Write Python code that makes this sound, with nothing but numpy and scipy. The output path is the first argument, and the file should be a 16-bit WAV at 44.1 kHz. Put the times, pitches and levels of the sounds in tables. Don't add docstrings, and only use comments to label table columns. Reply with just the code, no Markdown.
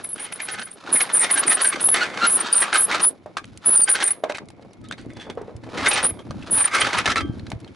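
import sys
import numpy as np
from scipy import signal
from scipy.fft import rfft, irfft, next_fast_len
from scipy.io import wavfile
from scipy.ndimage import uniform_filter1d

SR = 44100
rng = np.random.default_rng(int(sys.argv[2]) if len(sys.argv) > 2 else 0)


def to_wav(sig):
    pcm = np.clip(np.atleast_2d(sig), -1, 1) * 32767
    pcm = np.round(pcm).astype(np.int16)
    wavfile.write(sys.argv[1], SR, pcm.T)


N = 342083

# t/s of the bite, grip time/s, level/dB at the bite, gain/dB over the grip
RUBS = [(.039, 0.15, -34, -16), (.2, 0.044, -38.5, 11), (.335, 0.031, -31, -10), (.42, 0.037, -35.5, 6.5),
        (.51, 0.029, -38, 6), (.6, .01, -39, -2), (.63, 0.027, -35.5, 1.5), (0.709, 0.036, -36.5, -9),
        (.929, 0.1, -19, -3.5), (1.135, 0.11, -14.5, -6), (1.311, 0.045, -21, -3),
        (1.474, 0.078, -15.5, -7.5), (1.618, 0.069, -18.5, 5), (1.813, 0.14, -20.5, -6.5),
        (2.27, 0.094, -25.5, 8.5), (2.401, 0.016, -24, -6), (2.526, 0.096, -28, 13),
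        (2.739, 0.11, -23.5, 2.5), (3.018, 0.077, -19.5, -14.5), (3.658, 0.2, -28.5, -5),
        (3.895, 0.053, -15, -9), (4.034, 0.095, -15.5, -17), (5.882, 0.08, -19.5, -21.5),
        (6.042, 0.053, -17, -27), (6.517, 0.15, -18, -12.5), (6.754, 0.0055, -17, -26),
        (6.806, 0.0078, -20, -7), (6.988, 0.0055, -24, -26)]
# f/Hz, bandwidth/Hz, level/dB
LINK_MODES = [(8380, 180, -5), (9050, 50, 6), (9580, 150, -7), (10240, 200, 7.5), (9680, 120, 6.5),
              (10810, 120, -0.5), (9000, 1500, -21)]
# t/s, grind level/dB, deck rumble level/dB
DRAG_LEVELS = [(0, -40.5, -42), (.1, -58.5, -52), (.22, -46.5, -46.5), (.43, -45, -49), (.65, -56, -51),
               (.8, -57, -57), (.88, -34.5, -37), (1.2, -35, -41), (1.5, -30, -39), (2.05, -42, -39.5),
               (2.3, -32.5, -38.5), (2.76, -31.5, -46), (2.9, -33, -45.5), (3.05, -30, -39),
               (3.15, -74.5, -55), (3.61, -62.5, -54.5), (3.67, -32.5, -35.5), (3.86, -46, -51),
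               (3.92, -36.5, -43), (4.1, -43, -45), (4.19, -76.5, -50), (4.8, -81, -55), (5.21, -62, -48),
               (5.28, -69, -45), (5.62, -70.5, -47.5), (5.78, -27, -32), (5.92, -33.5, -42),
               (6.05, -26, -33.5), (6.13, -74, -45), (6.4, -53, -46), (6.57, -33, -40), (6.74, -40, -63),
               (6.98, -25.5, -47), (7.05, -36, -45), (7.15, -48, -41), (7.25, -61.5, -46.5),
               (7.76, -65, -56)]
# t/s of the peak, level/dB, rise time/s, T60/s, ring f/Hz
CLANKS = [(.048, -32, 0.0028, 0.026, 2330), (.162, -30, 0.0014, 0.036, 1350),
          (.197, -32, .0025, 0.086, 2200), (0.182, -35.5, 0.0015, 0.14, 3160), (.251, -34, .02, 0.3, 3050),
          (0.326, -23, .002, 0.028, 2270), (0.403, -23.5, 0.0042, 0.089, 2350),
          (.487, -21.5, .003, 0.19, 1500), (0.549, -25.5, 0.0065, 0.034, 1450),
          (0.595, -22.5, 0.0083, 0.045, 1480), (0.622, -24.5, 0.0076, 0.054, 1490),
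          (.673, -33, 0.003, 0.1, 1490), (0.96, -19.5, .002, 0.075, 1820),
          (1.006, -10.5, 0.0017, 0.081, 2080), (1.054, -30, .002, 0.11, 1860),
          (1.094, -25.5, .002, 0.095, 2080), (1.148, -24.5, 0.0024, 0.047, 814),
          (1.241, -13, 0.017, 0.11, 1900), (1.31, -10.5, 0.0056, 0.025, 2000),
          (1.373, -14.5, 0.01, 0.12, 1640), (1.435, -18, 0.0028, .13, 1210),
          (1.521, -11.5, 0.0056, 0.09, 1820), (1.609, -13, 0.0076, 0.065, 1280),
          (1.649, -18, 0.0024, 0.2, 1990), (1.731, -15, 0.0042, 0.081, 1240),
          (1.761, -22, 0.0012, 0.025, 900), (1.808, -23, .016, 0.032, 1455),
          (1.889, -16.5, 0.0019, 0.026, 970), (1.943, -14.5, 0.0018, 0.31, 1300),
          (1.967, -18.5, 0.016, .14, 2040), (2.032, -16.5, 0.017, 0.099, 1380),
          (2.177, -19, 0.0036, 0.017, 1240), (2.257, -12.5, 0.028, 0.12, 1330),
          (2.47, -22, 0.033, 0.11, 1290), (2.55, -19.5, 0.021, 0.012, 1270),
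          (2.582, -21, 0.0032, 0.04, 1570), (2.623, -13.5, 0.0045, 0.16, 1940),
          (2.729, -12, .0006, 0.076, 1410), (2.759, -9.5, 0.0087, 0.11, 1280),
          (2.914, -13.5, 0.00062, 0.063, 2030), (2.925, -13, .002, 0.04, 2210),
          (2.948, -10, .003, 0.1, 1260), (3.002, -14, 0.0042, 0.066, 1210),
          (3.37, -15.5, 0.00045, 0.071, 1210), (3.444, -31, 0.0015, .011, 2040),
          (3.78, -50.5, 0.0012, .045, 1250), (3.886, -12, 0.0047, 0.089, 1640),
          (3.952, -15.5, .0025, 0.19, 1500), (4.003, -17.5, .001, 0.21, 1640),
          (4.028, -12, 0.0021, .022, 1490), (4.081, -23.5, .006, 0.032, 1280),
          (4.108, -31, .0015, 0.035, 1090), (4.24, -21, .001, 0.037, 930), (4.3, -21, .003, 0.066, 1640),
          (4.323, -29, .001, 0.016, 2380), (4.35, -22.5, 0.0022, 0.091, 2460),
          (4.384, -24.5, 0.0005, 0.022, 1150), (4.488, -43, 0.00065, .014, 1140),
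          (4.503, -38.5, .0005, .022, 800), (4.624, -46, .003, .05, 800), (4.736, -50, .001, .05, 800),
          (4.851, -43.5, .007, .095, 3720), (4.912, -21, 0.00048, .012, 1500),
          (4.924, -21, .0014, 0.044, 3740), (4.983, -36, .0025, 0.17, 1490),
          (5.103, -40.5, .0015, .06, 1570), (5.17, -31.5, .0014, .03, 890),
          (5.22, -34.5, 0.021, 0.19, 1600), (5.3, -25, 0.00041, 0.046, 3340), (5.64, -38, .004, 0.054, 969),
          (5.775, -23.5, 0.00152, 0.56, 2080), (5.832, -29, .002, 0.023, 1800),
          (5.862, -13, 0.00089, 0.094, 1980), (5.88, -10.5, 0.0083, 0.022, 1600),
          (5.917, -14, 0.0056, 0.24, 2480), (5.973, -14, 0.0093, 0.17, 2000),
          (6.098, -30, 0.0023, 0.039, 1550), (6.193, -36.5, .0014, 0.086, 3260),
          (6.309, -25, 0.00068, 0.026, 1220), (6.426, -33.5, .0012, 0.063, 2680),
          (6.586, -23, 0.014, 0.069, 830), (6.609, -26.5, 0.0036, 0.1, 1710),
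          (6.643, -20, .002, 0.098, 1930), (6.682, -25, 0.00099, 0.041, 1290),
          (6.749, -10, 0.01, 0.26, 1340), (6.818, -9.5, 0.0074, 0.081, 3130),
          (6.85, -13.5, 0.0025, 0.1, 1340), (6.871, -14, .002, 0.055, 1530),
          (6.933, -11, .002, 0.037, 2150), (6.977, -18.5, .01, 0.045, 1250),
          (6.989, -10, .005, 0.094, 1320), (7.058, -8.5, 0.00071, 0.066, 1720),
          (7.078, -10, 0.0013, 0.036, 1300), (7.107, -12, 0.012, 0.1, 1280),
          (7.118, -17.5, .0014, 0.04, 1860), (7.159, -14, .0005, 0.11, 1820),
          (7.171, -18.5, .002, 0.1, 1260), (7.209, -19.5, 0.00073, 0.034, 1270),
          (7.276, -49.5, .0006, .011, 3350), (7.397, -35, .0016, .013, 4200),
          (7.468, -34, .0012, 0.027, 3950), (7.518, -22.5, 0.00083, 0.034, 790),
          (7.647, -37, .001, .01, 4240), (7.678, -42.5, 0.0016, .06, 3170)]


def link_squeaks():
    # t/s, duration/s, start f/Hz, end f/Hz, level/dB
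    squeaks = [(0.041, .016, 10840, 10800, -27), (0.09, 0.031, 10900, 11000, -30),
               (0.133, .009, 10360, 10420, -21), (0.2, .008, 9500, 9240, -29),
               (0.323, .021, 10800, 10650, -32), (.417, .036, 10890, 10970, -32),
               (0.522, .016, 10500, 10400, -28.5), (0.929, .019, 10100, 9900, -11.5),
               (0.947, .023, 10300, 10960, -16), (.972, .008, 9120, 9160, -12),
               (1.015, .016, 10900, 10370, -15.5), (1.139, .011, 9500, 9740, -13),
               (1.146, .034, 9270, 9120, -15.5), (1.207, .022, 9400, 8880, -15),
               (1.315, .009, 9950, 9960, -12), (1.34, .009, 10050, 10730, -14),
               (1.378, .022, 9430, 8960, -17), (1.394, .014, 10740, 9930, -15),
               (1.475, .028, 9320, 9080, -15), (1.5, .01, 9650, 9800, -12), (1.527, .021, 9150, 8740, -19),
               (1.551, .005, 9450, 9500, -13), (1.617, .011, 10400, 10410, -15.5),
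               (1.653, .027, 8940, 9040, -19.5), (1.689, .012, 10360, 10440, -19.5),
               (1.842, .032, 10460, 10670, -11.5), (1.89, .014, 10840, 11000, -13),
               (1.917, .026, 10570, 10230, -13), (2.272, .018, 10070, 10360, -12),
               (2.301, .009, 9620, 8900, -16), (2.317, .044, 10720, 10860, -16.5),
               (2.361, .009, 9890, 9860, -12), (2.404, .008, 9120, 9200, -17),
               (2.529, .008, 9590, 9500, -8), (2.556, 0.0049, 8980, 9170, -13),
               (2.566, .016, 9150, 9040, -11), (2.605, .01, 10660, 10400, -16),
               (2.627, .01, 9090, 8800, -17), (2.781, .016, 9760, 9900, -14),
               (2.802, .008, 11000, 10850, -11.5), (2.817, .02, 10450, 10900, -17.5),
               (2.84, .008, 10700, 11030, -12.5), (3.031, .04, 9550, 9960, -11.5),
               (3.07, .018, 10170, 9950, -12.5), (3.662, .033, 9910, 10100, -8.5),
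               (3.705, .034, 10670, 10100, -15), (3.722, .031, 9900, 9700, -14),
               (3.759, .018, 9260, 9090, -7), (3.781, .028, 9740, 9500, -13), (3.818, .025, 9300, 9030, -9),
               (3.895, .043, 9120, 9160, -15.5), (3.925, .008, 9840, 9550, -13.5),
               (4.07, .013, 9150, 8920, -14), (4.108, .011, 9680, 10140, -14),
               (5.887, .008, 9270, 9000, -14.5), (5.937, .01, 9060, 9250, -18.5),
               (6.031, .047, 9580, 9800, -21), (6.046, .023, 8920, 9700, -16),
               (6.073, .031, 10160, 10620, -21.5), (6.511, .061, 10000, 10260, -21),
               (6.516, .042, 9840, 9620, -15.5), (6.569, .007, 10600, 10200, -13.5),
               (6.576, .037, 9100, 8930, -17.5), (6.607, .025, 9350, 9150, -14),
               (6.653, .005, 9180, 9180, -9.5), (6.809, .005, 9070, 8990, -19)]
    # t/s, duration/s, start f/Hz, end f/Hz, level/dB
    chirps = [(2.53, .01, 4680, 4900, -27), (3.037, .008, 4960, 4860, -32),
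              (3.778, 0.0074, 5130, 4840, -37), (3.816, .03, 4700, 4560, -36.5),
              (4.705, .037, 5800, 3400, -66), (4.845, .04, 3400, 3900, -59.5),
              (4.894, 0.028, 3100, 3940, -52)]
    lead_s, attack_s, release_db_per_s = .003, .0012, 2500
    out = np.zeros(N)
    falter = np.maximum(drift(120) - .5, 0)
    wobble = drift(90)
    for s, length, start_hz, end_hz, level_db in squeaks + chirps + faint_squeaks():
        t = np.arange(round((length + .04) * SR)) / SR
        hz = np.interp(t, [lead_s, lead_s + length], [start_hz, end_hz])
        release = from_db(-release_db_per_s * np.maximum(t - length - lead_s, 0))
        envelope = np.clip(t / attack_s, 0, 1) * release
        phase = 2 * np.pi * np.cumsum(hz) / SR + .8 * wobble[round(s * SR):][:len(t)]
        add(out, s - lead_s, from_db(level_db) * envelope * np.sin(phase))
    return out * from_db(1.5 - 6 * falter)


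def faint_squeaks():
    mean_length_s, max_glide_hz, relative_db = .012, 200, -8.5
    rows = []
    for (s, grip, level_db, gain_db), draws in zip(RUBS, rng.random((len(RUBS), 2, 4))):
        for when, mode, glide, size in draws:
            start_hz = LINK_MODES[1 + int(mode * 5)][0]
            end_hz = start_hz + max_glide_hz * (2 * glide - 1)
            squeak_db = level_db + when * gain_db + relative_db
            rows.append((s + when * grip, mean_length_s * (.5 + size), start_hz, end_hz, squeak_db))
    return rows


def link_rubs():
    bite_db_per_s, release_db_per_s = 2196.5, 900.5
    envelope = np.zeros(N)
    for s, grip, level_db, gain_db in RUBS:
        t = np.arange(-.03, grip + .06, 1 / SR)
        bite_db = bite_db_per_s * np.minimum(t, 0)
        grip_db = gain_db * np.clip(t / grip, 0, 1)
        release_db = -release_db_per_s * np.maximum(t - grip, 0)
        add(envelope, s + t[0], from_db(level_db + bite_db + grip_db + release_db))
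    slips = grit(per_s=6000, spread_db=3.5)
    squeal = unit_rms(sum(from_db(db + 9 * drift(35)) * unit_rms(resonance(slips, hz, width)) * (-1) ** k
                          for k, (hz, width, db) in enumerate(LINK_MODES)))
    power = uniform_filter1d(squeal ** 2, size=900)
    return envelope * squeal / np.sqrt(power + .1)


def chain_drag():
    # f/Hz, density level/dB
    grind_spectrum = [(290, -55), (500, -5.5), (786, -4.5), (1010, -1), (1350, 1), (2360, -9.5), (3760, -9),
                      (7370, -20), (8600, -28), (8940, -20.5), (11000, -16.5), (14300, -40.5),
                      (22000, -120)]
    grind_db, deck_db = in_time(DRAG_LEVELS)
    treble_db = -10.5 - .4 * (grind_db + 30)
    contacts = grit(per_s=2500, spread_db=2.5) * from_db(3.4 * drift(30))
    ringing = unit_rms(steel_modes(contacts).sum(axis=0))
    steel = band(colour(contacts, grind_spectrum) + .26 * ringing, 600, 9000)
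    low = signal.lfilter(*signal.butter(1, 3000, fs=SR), steel)
    grind = unit_rms(low) + from_db(treble_db) * unit_rms(steel - low)
    deck = unit_rms(band(grit(per_s=900, spread_db=2.7), 170, 640)) * from_db(4.1 * drift(20))
    return from_db(grind_db) * grind + from_db(deck_db) * deck


def steel_modes(force):
    # f/Hz, bandwidth/Hz, gain/dB
    modes = [(830.6, 51, -8), (1205, 110, -4.5), (1282, 20, -1.5), (1563, 62, 1.5), (1735, 50, -6.5),
             (2100, 200, 0.5), (2526, 67, -11.5), (3203, 39, -3.5), (3200, 11, -1), (3460, 43, -9.5),
             (3630, 70, -11.5), (4635, 80, -16), (5040, 68, -18.5), (6100, 78, -21)]
    return np.array([from_db(db) * resonance(force, hz, width) * (-1) ** k
                     for k, (hz, width, db) in enumerate(modes)])


def chain_clanks():
    out = np.zeros(N)
    white = rng.standard_normal(N)
    chatter = grit(per_s=1800, spread_db=2.8)
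    steel = unit_rms(band(chatter, 680, 4130))
    modes = unit_rms(steel_modes(chatter))
    deck = unit_rms(band(white, 320, 750))
    treble = unit_rms(band(chatter + white, 2300, 9700))
    blows = CLANKS + link_ticks()
    strengths = from_db(4.9 * rng.standard_normal((len(blows), len(modes))))
    for strength, (s, level_db, rise, t60, hz) in zip(strengths, blows):
        start = max(round((s - 5 * rise) * SR), 0)
        stop = min(start + round((5 * rise + 1.2 * t60) * SR), N)
        span = slice(start, stop)
        t = np.arange(start, stop) / SR - s
        envelope_db = np.where(t < 0, 8 * t / rise, -60 * t / t60)
        treble_db = -17 + .1 * (level_db + 12)
        ring = unit_rms(resonance(white[span], hz, width=150))
        crash = from_db(envelope_db) * (.49 * steel[span] + .32 * ring)
        crash += .093 * from_db(.71 * envelope_db) * (strength @ modes[:, span])
        crash += .5 * from_db(treble_db + 5.4 * envelope_db) * treble[span]
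        crash += .61 * from_db(-18.5 + .52 * envelope_db) * deck[span]
        age = np.maximum(t + rise, 0)
        click = np.exp(-rise / .003 - age / .0016) * np.sin(2 * np.pi * hz * age)
        out[span] += from_db(level_db) * (crash + 1.25 * click)
    return out


def link_ticks():
    above_grind_db, spread_db, rise_s, mean_t60_s = 6, 6, .0015, .04
    low_hz, high_hz = 1100, 2530
    grind_db = in_time(DRAG_LEVELS)[0]
    rows = []
    for when, size, decay, pitch in rng.random((60, 4)):
        level_db = grind_db[int(when * N)] + above_grind_db + spread_db * (2 * size - 1)
        hz = low_hz * (high_hz / low_hz) ** pitch
        rows.append((when * N / SR, level_db, rise_s, mean_t60_s * (.5 + decay), hz))
    return rows


def link_groans():
    # t/s, duration/s, slip f/Hz, level/dB
    jams = [(0.543, 0.031, 1510, -32.5), (.59, 0.061, 1530, -37), (2.006, .036, 1450, -14.5),
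            (2.214, 0.052, 1385, -13), (2.741, .025, 1300, -30.5), (3.874, 0.022, 1560, -18.5),
            (4.022, 0.0074, 1700, -20.5), (7.093, 0.018, 1310, -19), (7.157, 0.047, 1330, -18)]
    # order, level/dB
    harmonics = [(1, -1), (2, -13.5), (3, -12.5), (4, -30)]
    out, wobble = np.zeros(N), drift(70)
    for s, length, slip_hz, level_db in jams:
        t = np.arange(round(length * SR)) / SR
        phase = 2 * np.pi * slip_hz * t + .43 * wobble[round(s * SR):][:len(t)]
        tone = sum(from_db(db) * np.sin(order * phase) for order, db in harmonics)
        add(out, s, from_db(level_db) * np.sin(np.pi * t / length) ** .7 * tone)
    return out * from_db(2.5 * drift(120))


def steel_ring_outs():
    # t/s, level/dB
    releases = [(1.04, -38.5), (1.26, -40), (1.71, -52), (1.96, -50), (2.64, -45), (2.86, -38.5),
                (3.1, -59), (4.13, -42.5), (6.11, -43.5), (7.18, -60)]
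    # f/Hz, relative level/dB, T60/s
    link_ring = [(10600, -0.5, .28), (8700, -12, .25)]
    # f/Hz, level/dB, T60/s
    roller_ring = [(1160, -34, 0.27), (1300, -36.5, .31), (1570, -41.5, .5), (3180, -35, 0.31)]
    slack_s, attack_s = 7.2, .004
    rings = [(s, hz, level_db + db, t60) for s, level_db in releases for hz, db, t60 in link_ring]
    rings += [(slack_s, *mode) for mode in roller_ring]
    out = np.zeros(N)
    for s, hz, level_db, t60 in rings:
        t = np.arange(round(t60 * SR)) / SR
        envelope = from_db(level_db - 60 * t / t60) * np.clip(t / attack_s, 0, 1)
        add(out, s, envelope * np.sin(2 * np.pi * hz * t))
    return out


def snaps():
    # t/s, level/dB
    dry_snaps = [(3.2624, -44), (3.4544, -34), (3.5747, -24.5), (4.176, -67), (4.3723, -24), (4.4558, -44),
                 (4.4863, -31.5), (4.503, -33), (4.6483, -52.5), (4.7326, -36), (4.814, -45),
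                 (4.8414, -39.5), (4.8863, -31.5), (5.013, -37), (5.0594, -43.5), (5.1342, -35.5),
                 (5.352, -42.5), (5.4171, -38.5), (5.5648, -32), (6.3565, -49), (7.3243, -56), (7.502, -23),
                 (7.603, -35)]
    loss_db_per_s = 1999
    cracks = [(s - rise, db - 1 - loss_db_per_s * rise) for s, db, rise, t60, hz in CLANKS]
    return band(noise_bursts(dry_snaps), 2500, 11000) + band(noise_bursts(cracks), 1200, 6480)


def hollow_knocks():
    # t/s, level/dB, f/Hz, T60/s of the modes
    knocks = [(3.26, -30.5, 612, .08), (4.237, -16, 627, 0.1), (4.298, -20.5, 592, 0.1),
              (5.06, -47.5, 493, .05), (5.299, -27.5, 390, .035), (5.374, -25.5, 470, .095),
              (5.413, -29, 420, 0.087), (5.481, -33, 469, .08), (6.308, -34, 563, 0.067),
              (7.517, -37.5, 660, 0.18)]
    out = np.zeros(N)
    t = np.arange(round(.2 * SR)) / SR
    noises = unit_rms(band(rng.standard_normal((len(knocks), len(t))), 336, 1020))
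    for (s, level_db, hz, t60), noise in zip(knocks, noises):
        modes = np.sin(2 * np.pi * hz * t) + .44 * np.sin(2 * np.pi * 1.1 * hz * t)
        envelope = from_db(level_db - 60 * t / t60) * (1 + .8 * np.exp(-t / .0034))
        crash = from_db(level_db - 8 - 35 * t / t60) * noise
        add(out, s, envelope * modes + crash)
    return signal.sosfilt(signal.butter(2, 250, "high", fs=SR, output="sos"), out + 1e-18)


def wavelet_and_gust_thuds():
    # t/s, level/dB, f/Hz, duration/s
    thuds = [(0.597, -39, 216, 0.055), (0.897, -39, 322, 0.038), (1.456, -25, 316, 0.01),
             (1.747, -24, 330, 0.0077), (2.446, -30, 248, .016), (2.931, -31, 304, 0.012),
             (4.439, -35.5, 190, .011), (5.066, -25, 252, 0.0062), (5.557, -27.5, 94.5, 0.021),
             (5.831, -30, 278, 0.034), (6.125, -29, 89.6, 0.023), (6.304, -23.5, 125, 0.01),
             (6.36, -25.5, 212, 0.011), (6.404, -27, 203, 0.01), (6.532, -28, 180, .02),
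             (6.836, -30.5, 101, .021), (6.957, -31.5, 195, 0.04), (7.251, -21.5, 281, 0.0071),
             (7.298, -8, 98, 0.0052), (7.436, -26, 112, 0.0089), (7.535, -13, 100.5, 0.0046),
             (7.562, -25, 98.3, .019)]
    out = np.zeros(N)
    t = np.arange(-.04, .1, 1 / SR)
    for s, level_db, hz, length in thuds:
        pulse = np.exp(-(t / (.22 * length)) ** 2 / 2)
        tail = .15 * from_db(-400 * t) * (t > 0)
        tone = np.sin(2 * np.pi * hz * (t + 5.5 * t ** 2))
        add(out, s + t[0], from_db(level_db) * (pulse + tail) * tone)
    return out


def wind_and_background():
    # t/s, level/dB
    breeze = [(0, -62), (.6, -64), (.8, -90), (1, -73.5), (1.35, -78), (1.8, -59), (2.55, -54.5),
              (2.8, -79), (3.45, -48), (4.02, -70), (4.6, -49), (5.18, -44), (5.34, -50), (5.92, -40),
              (6.09, -42), (6.46, -40), (6.7, -48.5), (7.15, -34), (7.76, -49)]
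    # f/Hz, density level/dB
    wind_spectrum = [(12, -46.5), (20, -22.5), (118, 4), (145, -10.5), (203, -1), (338, -3.5), (387, -15),
                     (500, -41.5), (650, -64.5), (1100, -120)]
    # f/Hz, density level/dB
    background_spectrum = [(18, -46.5), (30, -32), (96, -13), (196, -7), (257, -13), (726, -21),
                           (822, -23.5), (1050, -25.5), (1900, -35), (2150, -20.5), (2760, -36),
                           (11000, -58), (14300, -80.5), (22000, -120)]
    background_db, wind_side_db, background_side_db = -56.5, -6, -.5
    gusts = from_db(in_time(breeze)[0] + 6.4 * np.tanh(drift(14)))
    gain = from_db(background_db + 1.5 * drift(3.7))
    wind, wind_side = (colour(rng.standard_normal(N), wind_spectrum) * gusts for _ in range(2))
    noises = [rng.standard_normal(N) + .5 * grit(per_s=300, spread_db=4) for _ in range(2)]
    background, background_side = (colour(noise, background_spectrum) * gain for noise in noises)
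    side = from_db(wind_side_db) * wind_side + from_db(background_side_db) * background_side
    return wind + background + side * [[1], [-1]]


def nearby_reflections(x):
    # f/Hz, correlation coefficient
    correlation = [(60, .85), (125, .5), (250, .55), (500, .87), (1000, .9), (4000, .84), (9000, .96)]
    balance_db, taps = -.4, 2400
    size = next_fast_len(N + 4096)
    smear = rng.standard_normal(taps) * from_db(-30 * np.arange(taps) / taps)
    alike = np.clip(at_hz(correlation, np.fft.rfftfreq(size, 1 / SR) + 1), 0, .999)
    response = rfft(smear / np.linalg.norm(smear), size) * np.sqrt((1 - alike) / (1 + alike))
    side = irfft(rfft(x, size) * response, size)[:N]
    return (x + side * [[1], [-1]]) * from_db([[balance_db / 2], [-balance_db / 2]])


def from_db(db):
    return 10 ** (np.asarray(db) / 20)


def unit_rms(x):
    return x / np.sqrt(np.mean(x ** 2) + 1e-20)


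def in_time(rows):
    s, *columns = np.transpose(rows)
    return [np.interp(np.arange(N) / SR, s, column) for column in columns]


def at_hz(points, hz):
    known_hz, values = np.transpose(points)
    return np.interp(np.log(hz), np.log(known_hz), values)


def drift(corner_hz):
    r = np.exp(-16 * np.pi * corner_hz / SR)
    slow = signal.lfilter([1], [1, -2 * r, r * r], rng.standard_normal(N // 8 + 4002))[4000:]
    return np.interp(np.arange(N) / 8, np.arange(len(slow)), unit_rms(slow))


def resonance(x, hz, width):
    r = np.exp(-np.pi * width / SR)
    feedback = [1, -2 * r * np.cos(2 * np.pi * hz / SR), r * r]
    return signal.lfilter(np.array([1, 0, -1]) * (1 - r * r) / 2, feedback, x)


def band(x, low_hz, high_hz):
    return signal.sosfilt(signal.butter(2, [low_hz, high_hz], "band", fs=SR, output="sos"), x)


def colour(x, spectrum):
    hz = np.fft.rfftfreq(N, 1 / SR) + 1
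    return unit_rms(irfft(rfft(x) * from_db(at_hz(spectrum, hz)), N))


def grit(per_s, spread_db):
    sizes = from_db(spread_db * np.minimum(rng.exponential(1, N), 5)) * rng.choice([-1, 1], N)
    return unit_rms(sizes * (rng.random(N) < per_s / SR))


def noise_bursts(rows, t60=.016):
    out = np.zeros(N)
    t = np.arange(round(.04 * SR)) / SR
    for (s, level_db), noise in zip(rows, rng.standard_normal((len(rows), len(t)))):
        add(out, s, from_db(level_db - 60 * t / t60) * noise / 2)
    return out + 1e-18


def add(out, s, piece):
    at = max(round(s * SR), 0)
    out[at:at + len(piece)] += piece[:N - at]


def scene():
    chain = link_squeaks() + link_rubs() + chain_drag() + chain_clanks()
    chain += link_groans() + steel_ring_outs() + snaps()
    return nearby_reflections(chain + hollow_knocks() + wavelet_and_gust_thuds()) + wind_and_background()


def record(dry):
    ceiling, passband_hz, stopband_hz = .62, 11050, 14793.6
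    rounded = ceiling * np.tanh(dry / ceiling)
    limited = signal.sosfilt(signal.ellip(10, .5, 52, passband_hz, fs=SR, output="sos"), rounded)
    return signal.sosfilt(signal.cheby2(8, 40, stopband_hz, fs=SR, output="sos"), limited)


dry = scene()
out = record(dry)
to_wav(out)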